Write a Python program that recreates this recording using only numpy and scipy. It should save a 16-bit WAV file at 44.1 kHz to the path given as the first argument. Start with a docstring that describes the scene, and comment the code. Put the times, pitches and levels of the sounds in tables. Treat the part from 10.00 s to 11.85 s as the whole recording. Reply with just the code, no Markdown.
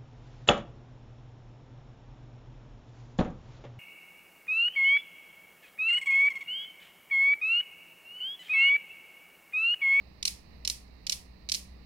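"""A Newton's cradle swings on a desk in a small quiet room, heard close by over a low hum and faint hiss.
Its five steel balls are out of step: at 0.23 s come three quick clacks, each a few separate contacts.
Each contact sends out a sub-millisecond pulse, which balls and posts scatter and desk and frame reflect;
a brief ring and the room's short bright reverberation follow. Three more clacks come with every
half swing, about 0.42 s apart, the last group near 1.5 s."""
import sys
import numpy as np
from scipy import signal
from scipy.fft import rfft, irfft
from scipy.io import wavfile
from scipy.ndimage import uniform_filter1d

SR = 44100
rng = np.random.default_rng(int(sys.argv[2]) if len(sys.argv) > 2 else 0)


def generate_wav(signal):
    """Clip the signal to [-1, 1] and save it as 16-bit WAV at the path in sys.argv[1]."""
    frames = np.transpose(np.atleast_2d(signal))
    scaled = np.clip(frames, -1, 1) * 32767
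    pcm = np.round(scaled).astype(np.int16)
    wavfile.write(sys.argv[1], SR, pcm)


N = 81585

CRADLE_GAIN_DB, TREBLE_EDGE_HZ, LEFT_LAG_MS = 9.5, 7050, 0.2474
SCATTER_GAIN_DB, SCATTER_T60_S, SCATTER_BUILD_S, SCATTER_LEAD_S = 2, 0.025, 0.00074, 0.001
ROOM_GAIN_DB, ROOM_T60_S, ROOM_TREBLE_T60_S, ROOM_BUILD_S = -3.5, 0.28, 0.25, 0.0032

# Ball-to-ball contacts: t/s, relative level/dB, treble gain/dB, room gain/dB
CONTACTS = [ (.228, -13, -4, -7), (0.2286, -12, -5.5, -8.5), (0.2535, -8, 1.5, 1), (.2542, -7.5, 1.5, 1.5),
            (0.2566, -15.5, -4, 2), (.2767, -10.5, 4, -1.5), (0.2776, -13, 1, -3.5), (0.2798, -14, 2, -4),
            (0.2806, -10.5, 1, -0.5), (0.6502, -11.5, -8, -6), (0.6528, -12.5, -6, -7),
            (0.6761, -13.5, 3, -4), (0.6762, -7.5, 2, -2.5), (0.6765, -9.5, 3.5, -3.5),
            (0.6994, -9.5, 2.5, 2), (0.7004, -11, 2, 1.5), (1.068, -13.5, -2.5, -5.5),
            (1.0717, -13.5, -8, -6), (1.0965, -8.5, 2, -0.5), (1.0985, -9, 1, -0.5), (1.1219, -11, 3, -0.5),
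            (1.1243, -13.5, 1, -1), (1.1257, -11.5, 2.5, 0.5), (1.128, -13.5, 1, -0.5),
            (1.4896, -12.5, -7.5, -2.5), (1.4969, -11, -3.5, -4), (1.5191, -6.5, 2, -1),
            (1.521, -9, -1, -1.5), (1.5218, -12.5, -1, -3), (1.541, -12.5, 1, 0.5), (1.5458, -14.5, 4, 0),
            (1.5468, -10, 2, 1), (1.5508, -12, 1, 1.5)]
# Spectral envelope of a contact: f/Hz, left gain/dB, right gain/dB
CONTACT_SPECTRUM = [(300, -39, -41), (896, -28.5, -32.5), (1470, -28, -27), (1830, -19.5, -20.5),
                    (2280, -8.5, -7), (3320, -9.5, -7.5), (4010, -3.5, 0), (5760, -9, 3), (6580, -9, -5.5),
                    (7950, -9, -19), (10420, -11, -24), (15100, -27, -34)]
# Reflections from desk and frame: delay/ms, left gain/dB, right gain/dB
EARLY_REFLECTIONS = [(1.24, -25, -12), (1.66, -10, -5.5), (3.13, -9, -11)]
# Modes that ring after a contact: f/Hz, level relative to the pulse/dB, T60/s
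RING_MODES = [(2350, -49, .03), (2990, -43, .06), (3550, -55, 0.056), (3935, -40, .03), (4193, -36.5, .04),
              (4800, -42.5, 0.022), (5380, -41, .025), (5700, -41.5, .04), (6270, -49, .05),
              (6840, -54, .04)]
# Spectral envelope of the reverberation: f/Hz, left gain/dB, right gain/dB
ROOM_SPECTRUM = [(400, -16, -26), (1496, -26, -21.5), (2380, -9.5, -6.5), (3400, -9.5, -7), (5200, -7.5, 1),
                 (6600, -9.5, -5), (8000, -6.5, -16), (9640, -5, -16), (12670, -13, -20),
                 (15500, -20.5, -25)]
# The two hum tones: f/Hz, offset from the envelope/dB, waver/dB
HUM_TONES = [(58.9, 0, 0.5), (186.6, -2.5, 1.5)]
# Envelope of the lower hum tone: t/s, level/dB
LOW_HUM_ENVELOPE = [(0.0, -65), (0.076, -53.5), (0.118, -59.5), (0.328, -55), (0.37, -60.5), (0.622, -49),
                    (1.086, -61), (1.102, -67), (1.158, -52), (1.23, -63), (1.308, -48), (1.386, -62),
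                    (1.422, -51.5), (1.56, -56), (1.628, -49.5), (1.668, -64), (1.71, -49.5), (1.85, -51)]
# Envelope of the upper hum tone: t/s, level/dB
UPPER_HUM_ENVELOPE = [(0.0, -65.5), (0.406, -63.5), (0.53, -73), (0.596, -56), (0.736, -70), (0.942, -64),
                      (1.004, -85), (1.092, -63.5), (1.766, -57.5), (1.85, -69)]
# Spectral density of the ambient noise: f/Hz, left level/dB, right level/dB
AMBIENT_SPECTRUM = [(25, -79.5, -78), (42, -82, -81), (58, -77.5, -73.5), (75.2, -78, -74.5),
                    (96.4, -85, -82), (127.5, -80, -79.5), (158, -86, -84), (197, -82, -79.5),
                    (283, -89.5, -86), (503, -96, -90), (1154, -106, -94), (1547, -110, -104),
                    (1834, -107, -93), (2740, -110, -96), (3200, -115, -107), (3430, -115, -107),
                    (3950, -114, -93.5), (4700, -118, -96), (5640, -121, -108), (7000, -125, -119),
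                    (10100, -123, -123), (15000, -118, -117)]


def cradle(size=4096):
    """Impact radiation: each contact emits a pulse that clacks, scatters and excites the room."""
    f = np.fft.rfftfreq(size, 1 / SR)
    pulses, scattered = np.zeros(N), np.zeros((2, N))
    for (onset, db, treble_db, _), spray in zip(CONTACTS, scattering()):
        start = int(onset * SR) - size // 8  # leaves space for the pulse's leading flank
        pulse = np.exp(-2j * np.pi * f * (onset - start / SR)) * undb(db + treble_db * treble_share(size))
        add(pulses, irfft(pulse), start)
        add(scattered, irfft(pulse * rfft(spray, size)), start - int(SCATTER_LEAD_S * SR))
    arrival = np.array([delay(LEFT_LAG_MS / 1000), delay(0)])
    clacks = irfft(rfft(pulses, 2 * N) * arrival * rfft(clack_response(), 2 * N))[:, :N]
    tail = reverberation(ROOM_T60_S, in_treble=False) + reverberation(ROOM_TREBLE_T60_S, in_treble=True)
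    return undb(CRADLE_GAIN_DB) * (colour(clacks + scattered, CONTACT_SPECTRUM) + colour(tail, ROOM_SPECTRUM))


def clack_response():
    """Impulse response of a contact: direct path, image sources in desk and frame, and damped modes."""
    t = np.arange(N) / SR
    images = sum(undb([[left], [right]]) * delay(ms / 1000) for ms, left, right in EARLY_REFLECTIONS)
    ring = sum(undb(db) * np.cos(2 * np.pi * hz * t) * decay(t60) for hz, db, t60 in RING_MODES)
    return irfft(1 + images)[:, :N] + ring


def scattering(size=2048):
    """Multiple scattering among balls and posts: a new spray per contact, since the balls have moved."""
    envelope = decay(SCATTER_T60_S)[:size] * (1 - np.exp(-np.arange(size) / SR / SCATTER_BUILD_S))
    noise = rng.standard_normal((len(CONTACTS), 2, size))
    return undb(SCATTER_GAIN_DB) * noise * envelope / np.sqrt(np.sum(envelope ** 2))


def reverberation(t60, in_treble):
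    """Diffuse field in one band: the contacts' energies add incoherently, build up and die away."""
    response = (decay(t60) * (1 - np.exp(-np.arange(N) / SR / ROOM_BUILD_S))) ** 2
    energy = np.zeros(2 * N)
    for onset, db, treble_db, room_db in CONTACTS:
        amplitude = undb(ROOM_GAIN_DB + db + room_db + in_treble * treble_db)
        add(energy, response / response.sum() * amplitude ** 2, int(onset * SR))
    band = treble_share(2 * N) if in_treble else 1 - treble_share(2 * N)
    noise = irfft(rfft(rng.standard_normal((2, 2 * N))) * np.sqrt(band))[:, :N]
    return noise * np.sqrt(energy[:N])


def hum():
    """Amplitude and phase modulation: two low tones swell and waver."""
    t = np.arange(N) / SR
    tones = np.zeros(N)
    for (hz, offset_db, waver_db), envelope in zip(HUM_TONES, (LOW_HUM_ENVELOPE, UPPER_HUM_ENVELOPE)):
        rms_db = np.interp(t, *np.array(envelope).T) + offset_db + waver_db * drift(8.95)
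        phase = 2 * np.pi * hz * t + 0.72 * drift(5.85)
        tones += np.sqrt(2) * undb(rms_db) * np.sin(phase)
    return tones


def ambient_noise(coherent_below_hz=220, gain_db=-0.1, waver_db=0.635):
    """Spatial coherence: the low rumble is common to both sides, the faint hiss is independent."""
    coherence = 1 / (1 + (np.fft.rfftfreq(2 * N, 1 / SR) / coherent_below_hz) ** 2)
    independent = rfft(rng.standard_normal((2, 2 * N))) * np.sqrt(1 - coherence)
    common = rfft(rng.standard_normal(2 * N)) * np.sqrt(coherence)
    white = irfft(independent + common)[:, :N] * np.sqrt(SR / 2)  # unit power per hertz
    return colour(white, AMBIENT_SPECTRUM) * undb(gain_db + waver_db * drift(8.26))


def colour(x, table):
    """Linear filtering of each side by gains interpolated over log frequency."""
    hz, left, right = np.array(table, float).T
    log_f = np.log(np.maximum(np.fft.rfftfreq(2 * N, 1 / SR), 1))
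    gain = undb([np.interp(log_f, np.log(hz), side) for side in (left, right)])
    return irfft(rfft(x, 2 * N) * gain)[:, :N]


def treble_share(size):
    """Crossover: the share of each frequency that counts as treble."""
    return 1 - 1 / (1 + (np.fft.rfftfreq(size, 1 / SR) / TREBLE_EDGE_HZ) ** 6)


def delay(seconds):
    """Shift theorem: a delay is a phase lag proportional to frequency."""
    return np.exp(-2j * np.pi * np.fft.rfftfreq(2 * N, 1 / SR) * seconds)


def decay(t60):
    """Exponential damping, 60 dB in t60 seconds."""
    return np.exp(-np.log(1000) * np.arange(N) / SR / t60)


def drift(rate_hz):
    """Smoothed random steps: a slow fluctuation with a spread near 1."""
    step = int(SR / rate_hz)
    return uniform_filter1d(np.repeat(rng.standard_normal(N // step + 1), step), step)[:N]


def undb(db):
    """Decibels to amplitude ratio."""
    return 10 ** (np.asarray(db) / 20)


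def add(track, sound, start):
    """Superpose a sound on a track from a given sample."""
    track[..., start:start + sound.shape[-1]] += sound


def scene():
    """Superposition: the pressures of cradle, ambient noise and hum add."""
    return cradle() + ambient_noise() + hum()


def record(dry, cutoff_hz=15750):
    """Band limiting: a steep low-pass filter removes the top of the treble."""
    return signal.sosfilt(signal.ellip(8, .2, 80, cutoff_hz, fs=SR, output="sos"), dry)


dry = scene()
out = record(dry)
generate_wav(out)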